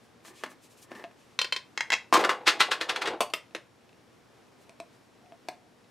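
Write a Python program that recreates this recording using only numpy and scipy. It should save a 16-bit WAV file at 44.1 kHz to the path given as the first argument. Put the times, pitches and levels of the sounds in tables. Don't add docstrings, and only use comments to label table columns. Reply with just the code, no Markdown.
import sys
import numpy as np
from scipy import signal
from scipy.fft import rfft, irfft, next_fast_len
from scipy.io import wavfile

SR = 44100
rng = np.random.default_rng(int(sys.argv[2]) if len(sys.argv) > 2 else 0)


def gain_from_db(level_db):
    decades = np.asarray(level_db, float) / 20
    return 10 ** decades


def wav_record(signal):
    frames = np.transpose(np.atleast_2d(signal))
    bounded = np.clip(frames, -1, 1)
    quanta = np.round(bounded * 32767).astype(np.int16)
    wavfile.write(sys.argv[1], SR, quanta)


N = 260276

# [pitch_hz, level_db_per_hz]
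HUM_COLOUR = [(20, -27), (36, -24), (57, -34), (68, -15), (107, -10), (260, -6), (700, -12), (5380, -27.5),
              (11000, -36), (16000, -47)]
# [pitch_hz, likeness_0_to_1]
HUM_LIKENESS = [(60, 1), (240, 0.36), (950, 0.56), (3770, 0.72), (15000, 0.79)]
# [pitch_hz, level_db]
HUM_TONES = [(118.4, -74.5), (236.9, -77), (473.7, -76), (5561, -85), (11120, -95)]
HUM_DB = -59.5

# [pitch_hz, t60_s]
ROOM_T60 = [(150, 0.24), (1000, 0.24), (4000, 0.19), (12000, 0.17)]
# [pitch_hz, level_db]
ROOM_SIDE = [(200, -20), (1500, -16.5), (5000, -4.5), (12000, -6.0)]
# [pitch_hz, level_db]
PORT_SIDE = [(300, -32.5), (1500, -27), (4000, -18), (8000, -15), (14000, -15)]
ROOM_DB, ROOM_SIDE_DB, LEFT_BIAS_DB = -9.5, -7.5, 0.49
LATE_DB = -26

# [centre_s, peak_db, half_length_s]
CLOTH_SWISHES = [(.046, -59.5, .02), (0.27, -41, 0.022), (0.382, -44.5, 0.036), (.509, -47, 0.014),
                 (.641, -47.5, 0.02), (.716, -50.5, 0.019), (0.785, -48.5, 0.018), (.828, -42.5, .012),
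                 (0.968, -52, 0.018), (1.205, -55, 0.037), (1.307, -57.5, .044), (4.622, -56.5, .017),
                 (4.941, -59.5, .03), (5.037, -62, 0.033)]
# [pitch_hz, level_db_per_hz]
CLOTH_COLOUR = [(1180, -39), (2000, -18), (2300, -3.5), (4450, -7.5), (7250, -6.5), (11800, -13),
                (16000, -25)]
QUICK_TILT_DB, DULLING_DB_PER_S = 5.5, 227

# [start_s, end_s, level_db]
SLEEVE_DRAGS = [
    (.26, .33, -58),
    (.41, .53, -58.5),
    (.8, .9, -67.5),
    (.93, 1.035, -51),
    (1.08, 1.36, -77),
]
# [pitch_hz, level_db_per_hz]
DRAG_COLOUR = [(130, -32), (337, 5.5), (589, -9), (1180, -0.5), (1460, -20), (1770, 1), (2360, -15),
               (15000, -34)]
# [start_s, end_s, level_db]
JAR_RUBS = [
    (5.24, 5.34, -63.5),
    (5.65, 5.69, -64),
]
JAR_AIR_HZ = 714
RISE_DB_PER_S, FALL_DB_PER_S = 400, 448

# [time_s, level_db]
PAN_GRIND = [
    (2.13, -49),
    (2.175, -23.5),
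    (2.3, -37),
    (2.42, -50),
    (2.52, -44),
    (2.702, -45.5),
    (2.98, -43.5),
    (3.06, -35.5),
    (3.145, -34),
    (3.2, -55),
]
# [pitch_hz, level_db_per_hz]
GRIND_COLOUR = [(88, -22), (220, -17), (335, -2), (500, 2), (590, -6), (760, 1), (1300, -14), (4000, -28.5),
                (8800, -100)]

# [start_s, peak_db, ring_db against the crack, chatter_t60_s, tilt_db_per_octave]
COUNTER_KNOCKS = [
    (.249, -37, -9, .096),
    (.281, -37, -1, 0.053),
    (.4355, -17, -11, 0.045, .5),
    (.461, -30, -1, 0.044),
    (.517, -38, -5, 0.025),
    (.916, -27.5, -6, 0.05, -1.2),
    (.95, -36, 2, 0.075),
    (.995, -38, -23, 0.14),
    (1.111, -42.5, -10, 0.031),
]
LID_TAPS = [
    (1.389, -9.5, -3, .033, -.3),
    (1.414, -11, -3, .036, 1.2),
    (1.444, -19.5, -1, .04, -1),
    (1.523, -10.5, -4, .045),
    (1.562, -16, -3, .045, .3),
]
RIM_TAPS = [
    (1.775, -12.5, 0),
    (1.806, -11.5, -2),
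    (1.902, -11, -1),
    (1.9195, -7.5, 0),
    (1.927, -8, -2),
    (1.933, -11, -3),
    (1.9375, -9.5, -7),
    (1.949, -23, -4),
]
PAN_DROP = [
    (2.1252, -2, 11, .03, -1.5),
    (2.142, -3, 8, .07, -.5),
    (2.154, -5, 8, .07, -1.5),
]
PAN_SETTLE = [
    (2.129, -17, -12, .08, 1.5),
    (2.137, -10, -20, .09, 2),
    (2.164, -11, -14, 0.06, -2.5),
    (2.172, -15.5, -10, .035),
    (2.191, -22.5, -7, 0.25),
    (2.21, -27, -9, .03, 3),
    (2.2385, -11.5, 1, 0.06, -2.5),
    (2.247, -14, 3, 0.04, -1.5),
    (2.292, -8, -4, 0.11, -1.8),
]
PAN_ROCK = [(2.468, -13, -9, .05, .4), (2.4745, -4.5, -7, .105, .6), (2.599, -21, -6, .05, -.3),
            (2.604, -3.5, -4, .095, .2), (2.7145, -8, -5, .1, .2), (2.811, -13, -3, .1, -.8),
            (2.893, -13, -5, .085, -.3), (2.96, -15.5, -7, .08, 0), (3.018, -16.5, -5, .07, .2),
            (3.056, -20.5, -7, .09, -1), (3.072, -18, -7, .08, -.5), (3.103, -36, -9, .08, -1),
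            (3.134, -42, -9, .06, -2)]
JAR_TAPS = [
    (3.205, -9.5, -2, .07, .5),
    (3.219, -20, 6, .06),
    (3.299, -39, 12),
]
SPOON_TAPS = [
    (3.3355, -12.5, -4),
]
SPOON_REST = [
    (3.548, -21.5, -12, .04),
    (3.562, -30.5, -12),
]
SOFT_TICKS = [
    (1.0395, -25, -2, .012, -1.5),
    (1.045, -31.5, 12),
    (5.321, -37),
]
FAINT_TICKS = [
    (.2034, -52),
    (4.621, -58),
    (3.5079, -52),
    (3.8077, -55.5),
    (3.8918, -47),
    (3.9285, -47.5),
    (4.9294, -56),
    (5.1594, -60),
    (5.2594, -52),
    (5.844, -53),
]
GLASS_TICKS = [
    (4.693, -37.5, 2, .015),
    (4.8, -27, 5),
]
SHOULDER_TICK = [
    (5.485, -20, 1.5, .022, .3),
]
# [ring_db against the crack, chatter_t60_s, tilt_db_per_octave]
TOUCH = dict(counter=(-8, .05, 0.11), lid=(-1.9, 0.033, 0.24), rim=(0, 0.019, 0.76), drop=(7, 0.043, 0.61),
         settle=(-5, .08, -0.66), rock=(-9, 0.082, -0.24), jar=(0, 0.043, .9), glass=(0.62, 0.02, -0.52),
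         soft=(7.7, 0.0094, -3.5), rest=(-5, 0.032, -1.7), spoon=(-6.5, 0.031, 0.55),
         faint=(3.5, 0.015, -.6))
LID_ECHO_S, RIM_ECHO_S = .00192, .00155
RUN_UP_S, ROLL_IN_S = 0.00045, 0.0037

# [pitch_hz, level_db, t60_s]
COUNTER_MODES = [(267, 20.5, 0.52), (710, -4, 0.52), (1460, -47.5, 0.11), (1760, 13, 5.0),
                 (2060, -6, 0.058), (3110, -22, 0.052), (4759, -24, 0.21), (5320, -10, 0.15)]
# [pitch_hz, level_db, t60_s]
LID_MODES = [(1044, -13, .12), (1500, -9, .05), (1930, -6, .15), (2400, -2, .06), (2620, -2, .06),
             (3140, -3, .05), (3600, -12, .035), (4130, -3, .035), (4690, -12, .05), (5200, -15, .04),
             (5680, -13, .04), (6450, -17, .05), (7020, -15, .06), (8060, -20, .04), (9400, -22, .04)]
# [pitch_hz, level_db, t60_s]
RIM_MODES = [(520, -21, .08), (960, -10, .1), (1100, -6, .12), (1790, -4, .09), (1890, 0, .13),
             (2030, -9, .1), (2200, -7, .16), (2700, -9, .05), (3250, -10, .04), (4000, -13, .05),
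             (4900, -12, .05), (5200, -19, .14), (6350, -16, .05), (7000, -15, .07)]
# [pitch_hz, level_db, t60_s]
PAN_MODES = [(345, -17, .14), (511, -14, .14), (765, -11, .12), (940, -7, .1), (1050, 0, .12),
             (1110, -4, .1), (1163, -2, .12), (1640, -16, .08), (2200, -14, .06), (2500, -15, .04),
             (3200, -18, .03), (3600, -17, .03), (4200, -17, .03)]
# [pitch_hz, level_db, t60_s]
EDGE_MODES = [(520, -11, .08), (880, -13, .08), (1190, -2, .08), (1380, 0, .1), (1510, -1, .1),
              (1780, -3, .07), (2050, -4, .07), (2560, -6, .05), (2830, -2, .06), (3350, -5, .04),
              (3800, -9, .04), (4500, -13, .04)]
# [pitch_hz, level_db, t60_s]
JAR_MODES = [(452, -10, .1), (705, -1, .28), (775, -3, .16), (1100, -5, .07), (1900, -18, .06),
             (2692, -8, .07), (2900, -9, .04), (4400, -13, .04), (4600, -13, .05), (5670, -19, .07),
             (6330, -20, .06), (7080, -19, .06), (8600, -18, .06), (9380, -21, .05), (11190, -28, .12),
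             (14060, -36, .18)]
# [pitch_hz, level_db, t60_s]
SPOON_MODES = [(660, -9, .1), (1260, -9, .08), (1550, -8, .08), (1970, -4, .14), (2140, -7, .14),
               (2725, -1, .09), (3080, -6, .06), (3600, -10, .04), (5150, -13, .1), (6930, -19, .1),
               (8100, -21, .1), (10400, -23, .06), (11300, -22, .12), (14070, -24, .24)]
# [pitch_hz, level_db, t60_s]
SHOULDER_MODES = [(400, -12, .05), (740, 0, .2), (900, -8, .04), (1740, -17, .04), (2120, -12, .04),
                  (2420, -9, .04), (2800, -15, .03), (3630, -14, .03), (4020, -16, .03), (4490, -18, .03),
                  (5190, -21, .03), (7910, -24, .03)]
# [pitch_hz, level_db, t60_s]
GLASS_MODES = [(330, -14, .08), (445, -12, .08), (685, 0, .22), (950, -9, .04), (1700, -16, .04),
               (2150, -18, .04), (2580, -5, .03), (2740, -15, .04), (3660, -16, .04), (4210, -7, .02),
               (5900, -20, .04), (8500, -21, .04)]

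# [pitch_hz, level_db_per_hz]
COUNTER_CRACK = [(71, -37.5), (120, -26), (278, 3.5), (1090, -0.5), (2200, -3.5), (3520, -11),
                 (12000, -28.5), (16000, -46)]
# [pitch_hz, level_db_per_hz]
LID_CRACK = [(120, -53), (380, -10), (1070, -14.5), (2240, -10), (3110, -1), (3660, -9), (4200, -2.5),
             (9400, -34.5), (16000, -56)]
# [pitch_hz, level_db_per_hz]
RIM_CRACK = [(300, -45), (1070, -8), (1500, -22), (1900, 6), (2430, -1), (6630, -16.5), (13300, -48.5),
             (16000, -86)]
# [pitch_hz, level_db_per_hz]
PAN_CRACK = [(250, -41.5), (320, -10), (513, -12), (557, -15), (1140, 3.5), (1290, 4), (7500, -15),
             (16000, -32)]
# [pitch_hz, level_db_per_hz]
EDGE_CRACK = [(120, -33), (334, -20.5), (656, -16.5), (1460, -1.5), (1860, -3.5), (3900, -6),
              (11500, -31.5), (16000, -56)]
# [pitch_hz, level_db_per_hz]
JAR_CRACK = [(150, -30), (320, -8), (1000, -2), (1700, -17), (2930, -12), (3660, -12), (4140, -21),
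             (8840, -20.5), (16000, -34)]
# [pitch_hz, level_db_per_hz]
SPOON_CRACK = [(71, -56), (120, -26), (341, 1), (1550, -5), (2750, 2), (4320, -7), (11500, -19),
               (16000, -53)]
# [pitch_hz, level_db_per_hz]
GLASS_CRACK = [(120, -42), (789, -5.5), (1490, -23), (2430, -16), (3170, -21.5), (4060, -19.5),
               (8840, -26.5), (16000, -44)]

OPPOSITE = np.array([[1], [-1]])


def rms_one(x):
    return x / np.sqrt(np.mean(x ** 2) + 1e-20)


def at_hz(points, hz):
    p = np.array(points)
    return np.interp(np.log(np.maximum(hz, 1)), np.log(p[:, 0]), p[:, 1])


def colour(x, spectrum, tilt_db=0.):
    size = next_fast_len(x.shape[-1] + 4096)
    hz = np.arange(size // 2 + 1) * SR / size
    octaves = np.log2(np.clip(hz, 100, None) / 2000)
    level_db = at_hz(spectrum, hz) + tilt_db * octaves
    cepstrum = irfft(level_db * np.log(10) / 20, size)
    cepstrum[1:size // 2] *= 2
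    cepstrum[size // 2 + 1:] = 0
    response = np.exp(rfft(cepstrum))
    return irfft(rfft(x, size) * response, size)[..., :x.shape[-1]]


def drift(rate_hz):
    r = np.exp(-2 * np.pi * rate_hz / SR)
    noise = rng.standard_normal(N + SR)
    return rms_one(signal.lfilter([1], [1, -2 * r, r * r], noise)[SR:])


def ring(force, hz, t60):
    r = gain_from_db(-60 / (max(t60, .005) * SR))
    w = 2 * np.pi * hz / SR
    return signal.lfilter([0, np.sin(w)], [1, -2 * r * np.cos(w), r * r], force + 1e-18)


def hum():
    size = next_fast_len(N)
    hz = np.arange(size // 2 + 1) * SR / size
    alike = np.clip(at_hz(HUM_LIKENESS, hz), 0, 1)
    mid, side = rfft(rng.standard_normal((2, size))) * gain_from_db(at_hz(HUM_COLOUR, hz))
    pair = irfft(np.sqrt(1 + alike) * mid + np.sqrt(1 - alike) * side * OPPOSITE, size)[:, :N]
    t, wander = np.arange(N) / SR, 0.27 * drift(3)
    tones = sum(np.sqrt(2) * gain_from_db(db) * np.sin(2 * np.pi * hz * t + wander) for hz, db in HUM_TONES)
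    return gain_from_db(HUM_DB + 0.66 * drift(4.2)) * rms_one(pair) + tones


def kitchen(x):
    t = np.arange(SR // 2) / SR
    tail = np.zeros((2, len(t)))
    for low in 80 * 2. ** np.arange(8):
        band = signal.butter(2, [low, min(2 * low, .45 * SR)], "band", fs=SR, output="sos")
        decay_db = -60 * t / at_hz(ROOM_T60, np.sqrt(2) * low)
        decay = gain_from_db(decay_db) + gain_from_db(LATE_DB + decay_db / 2)
        tail += signal.sosfilt(band, rng.standard_normal(tail.shape)) * decay
    tail *= np.clip((t - .003) / 0.0015, 0, 1)
    tail /= np.sqrt(np.sum(tail[0] ** 2))
    mid, side = signal.fftconvolve(x[None], tail, axes=1)[:, :N]
    return mid + gain_from_db(ROOM_SIDE_DB) * colour(side, ROOM_SIDE) * OPPOSITE


def cloth_swishes():
    out, half = np.zeros((2, N)), 2000
    t = np.arange(-half, 2 * half) / SR
    for s, peak_db, length in CLOTH_SWISHES:
        mid, side = rng.standard_normal((2, len(t)))
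        tilt_db = QUICK_TILT_DB - DULLING_DB_PER_S * length
        puff = rms_one(colour(mid + 0.25 * side * OPPOSITE, CLOTH_COLOUR, tilt_db))
        swell = np.exp(-(t / np.where(t < 0, length, 1.78 * length)) ** 2)
        start = round(s * SR) - half
        out[:, start:start + len(t)] += gain_from_db(peak_db - 11.5) * puff * swell
    return out


def strokes(rows):
    t, gain = np.arange(N) / SR, np.zeros(N)
    for start, end, db in rows:
        rise_db = RISE_DB_PER_S * np.maximum(start - t, 0)
        fall_db = FALL_DB_PER_S * np.maximum(t - end, 0)
        gain += gain_from_db(db - rise_db - fall_db)
    return gain


def rub(gain, tone, bump_db, bumps_per_s):
    bumpy = rng.standard_normal(N) * gain_from_db(bump_db * drift(bumps_per_s))
    return gain * rms_one(colour(bumpy, tone))


def sleeve_drag():
    return rub(strokes(SLEEVE_DRAGS), DRAG_COLOUR, 2.8, 99)


def jar_rub():
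    return strokes(JAR_RUBS) * rms_one(ring(rng.standard_normal(N), JAR_AIR_HZ, 0.082))


def pan_grind():
    s, db = np.transpose(PAN_GRIND)
    gain = gain_from_db(np.interp(np.arange(N) / SR, s, db, -130, -130))
    return rub(gain, GRIND_COLOUR, 3.9, 60)


def contact_force(t, lead, chatter, first, run_up):
    rise = np.exp(t / max(run_up, 5e-5)) * .5
    shape = np.where(t < 0, rise, gain_from_db(-60 * t / max(chatter, .002)))
    grit = rng.standard_normal(len(t)) * gain_from_db(3.5 * rng.standard_normal(len(t)))
    force = shape * grit
    force[lead:lead + 3] += first * np.array([.4, .6, .4])
    return force


def ring_body(force, modes, longest, tilt_db):
    spread, detune = rng.standard_normal((2, len(modes))) * [[1.5], [.004]]
    body = 0
    for (hz, db, t60), d, e in zip(modes, spread, detune):
        mode = ring(force, hz * (1 + e), min(t60 / 2, longest))
        mode = mode + .5 * ring(force, hz * (.988 - e), min(t60 / 3, longest))
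        body = body + gain_from_db(db + d + tilt_db * np.log2(hz / 2000)) * mode / np.abs(mode).max()
    return signal.sosfilt(signal.butter(2, .8 * modes[0][0], "high", fs=SR, output="sos"), body)


def blows(events, touch, modes, crack, longest, first, run_up=RUN_UP_S, share=0., echo_s=0.):
    out, lead = np.zeros(N + SR), 1024
    t = (np.arange(SR // 4) - lead) / SR
    for s, peak_db, *own in events:
        ring_db, chatter, tilt_db = *own, *TOUCH[touch][len(own):]
        force = contact_force(t, lead, chatter, first, run_up)
        body = ring_body(force, modes, longest, tilt_db)
        echoed = force + share * np.roll(force, round(echo_s * SR))
        sound = rms_one(colour(echoed, crack, tilt_db)) + gain_from_db(ring_db) * rms_one(body)
        start = round((s + .0012) * SR) - lead
        out[start:start + len(t)] += gain_from_db(peak_db) * sound / np.abs(sound).max()
    return out[:N]


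def counter_knocks():
    return blows(COUNTER_KNOCKS, "counter", COUNTER_MODES, COUNTER_CRACK, longest=.06, first=9)


def small_ticks():
    ticks = blows(GLASS_TICKS, "glass", GLASS_MODES, GLASS_CRACK, longest=.11, first=6)
    ticks += blows(SHOULDER_TICK, "glass", SHOULDER_MODES, GLASS_CRACK, longest=.1, first=6)
    ticks += blows(SOFT_TICKS, "soft", GLASS_MODES[2:8], COUNTER_CRACK, longest=.11, first=12)
    ticks += blows(FAINT_TICKS, "faint", GLASS_MODES[5:9], GLASS_CRACK, longest=.015, first=6)
    return ticks


def jar_and_spoon_down():
    down = blows(JAR_TAPS, "jar", JAR_MODES, JAR_CRACK, longest=.14, first=3)
    down += blows(SPOON_TAPS, "spoon", SPOON_MODES, SPOON_CRACK, longest=.13, first=4)
    down += blows(SPOON_REST, "rest", RIM_MODES[:9], SPOON_CRACK, longest=.04, first=5)
    return down


def spoon_taps():
    taps = blows(LID_TAPS, "lid", LID_MODES, LID_CRACK, longest=.035, first=9, share=1.1, echo_s=LID_ECHO_S)
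    taps += blows(RIM_TAPS, "rim", RIM_MODES, RIM_CRACK, longest=.06, first=8, share=.9, echo_s=RIM_ECHO_S)
    return taps


def pan():
    hits = blows(PAN_DROP, "drop", PAN_MODES, PAN_CRACK, longest=.07, first=12, run_up=.0002)
    hits += blows(PAN_SETTLE, "settle", EDGE_MODES, PAN_CRACK, longest=.025, first=4)
    hits += blows(PAN_ROCK, "rock", EDGE_MODES, EDGE_CRACK, longest=.05, first=3, run_up=ROLL_IN_S)
    return hits


def scene():
    near = sleeve_drag() + jar_rub() + pan_grind()
    near += counter_knocks() + small_ticks() + jar_and_spoon_down() + spoon_taps() + pan()
    unequal = colour(np.roll(near, 40), PORT_SIDE) * OPPOSITE
    heard = near + unequal + gain_from_db(ROOM_DB) * kitchen(near)
    rounded = .52 * np.tanh(heard / .52)
    thin = signal.sosfilt(signal.butter(3, 135, "high", fs=SR, output="sos"), rounded)
    return (thin + cloth_swishes() + hum()) * gain_from_db(LEFT_BIAS_DB * OPPOSITE)


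def roll_off(x):
    return signal.sosfilt(signal.butter(12, 16500, fs=SR, output="sos"), x)


def record(dry):
    cut = signal.cheby2(10, 50, 16600, fs=SR, output="sos")
    mix = signal.sosfilt(cut, dry)
    return roll_off(mix)


dry = scene()
out = record(dry)
wav_record(out)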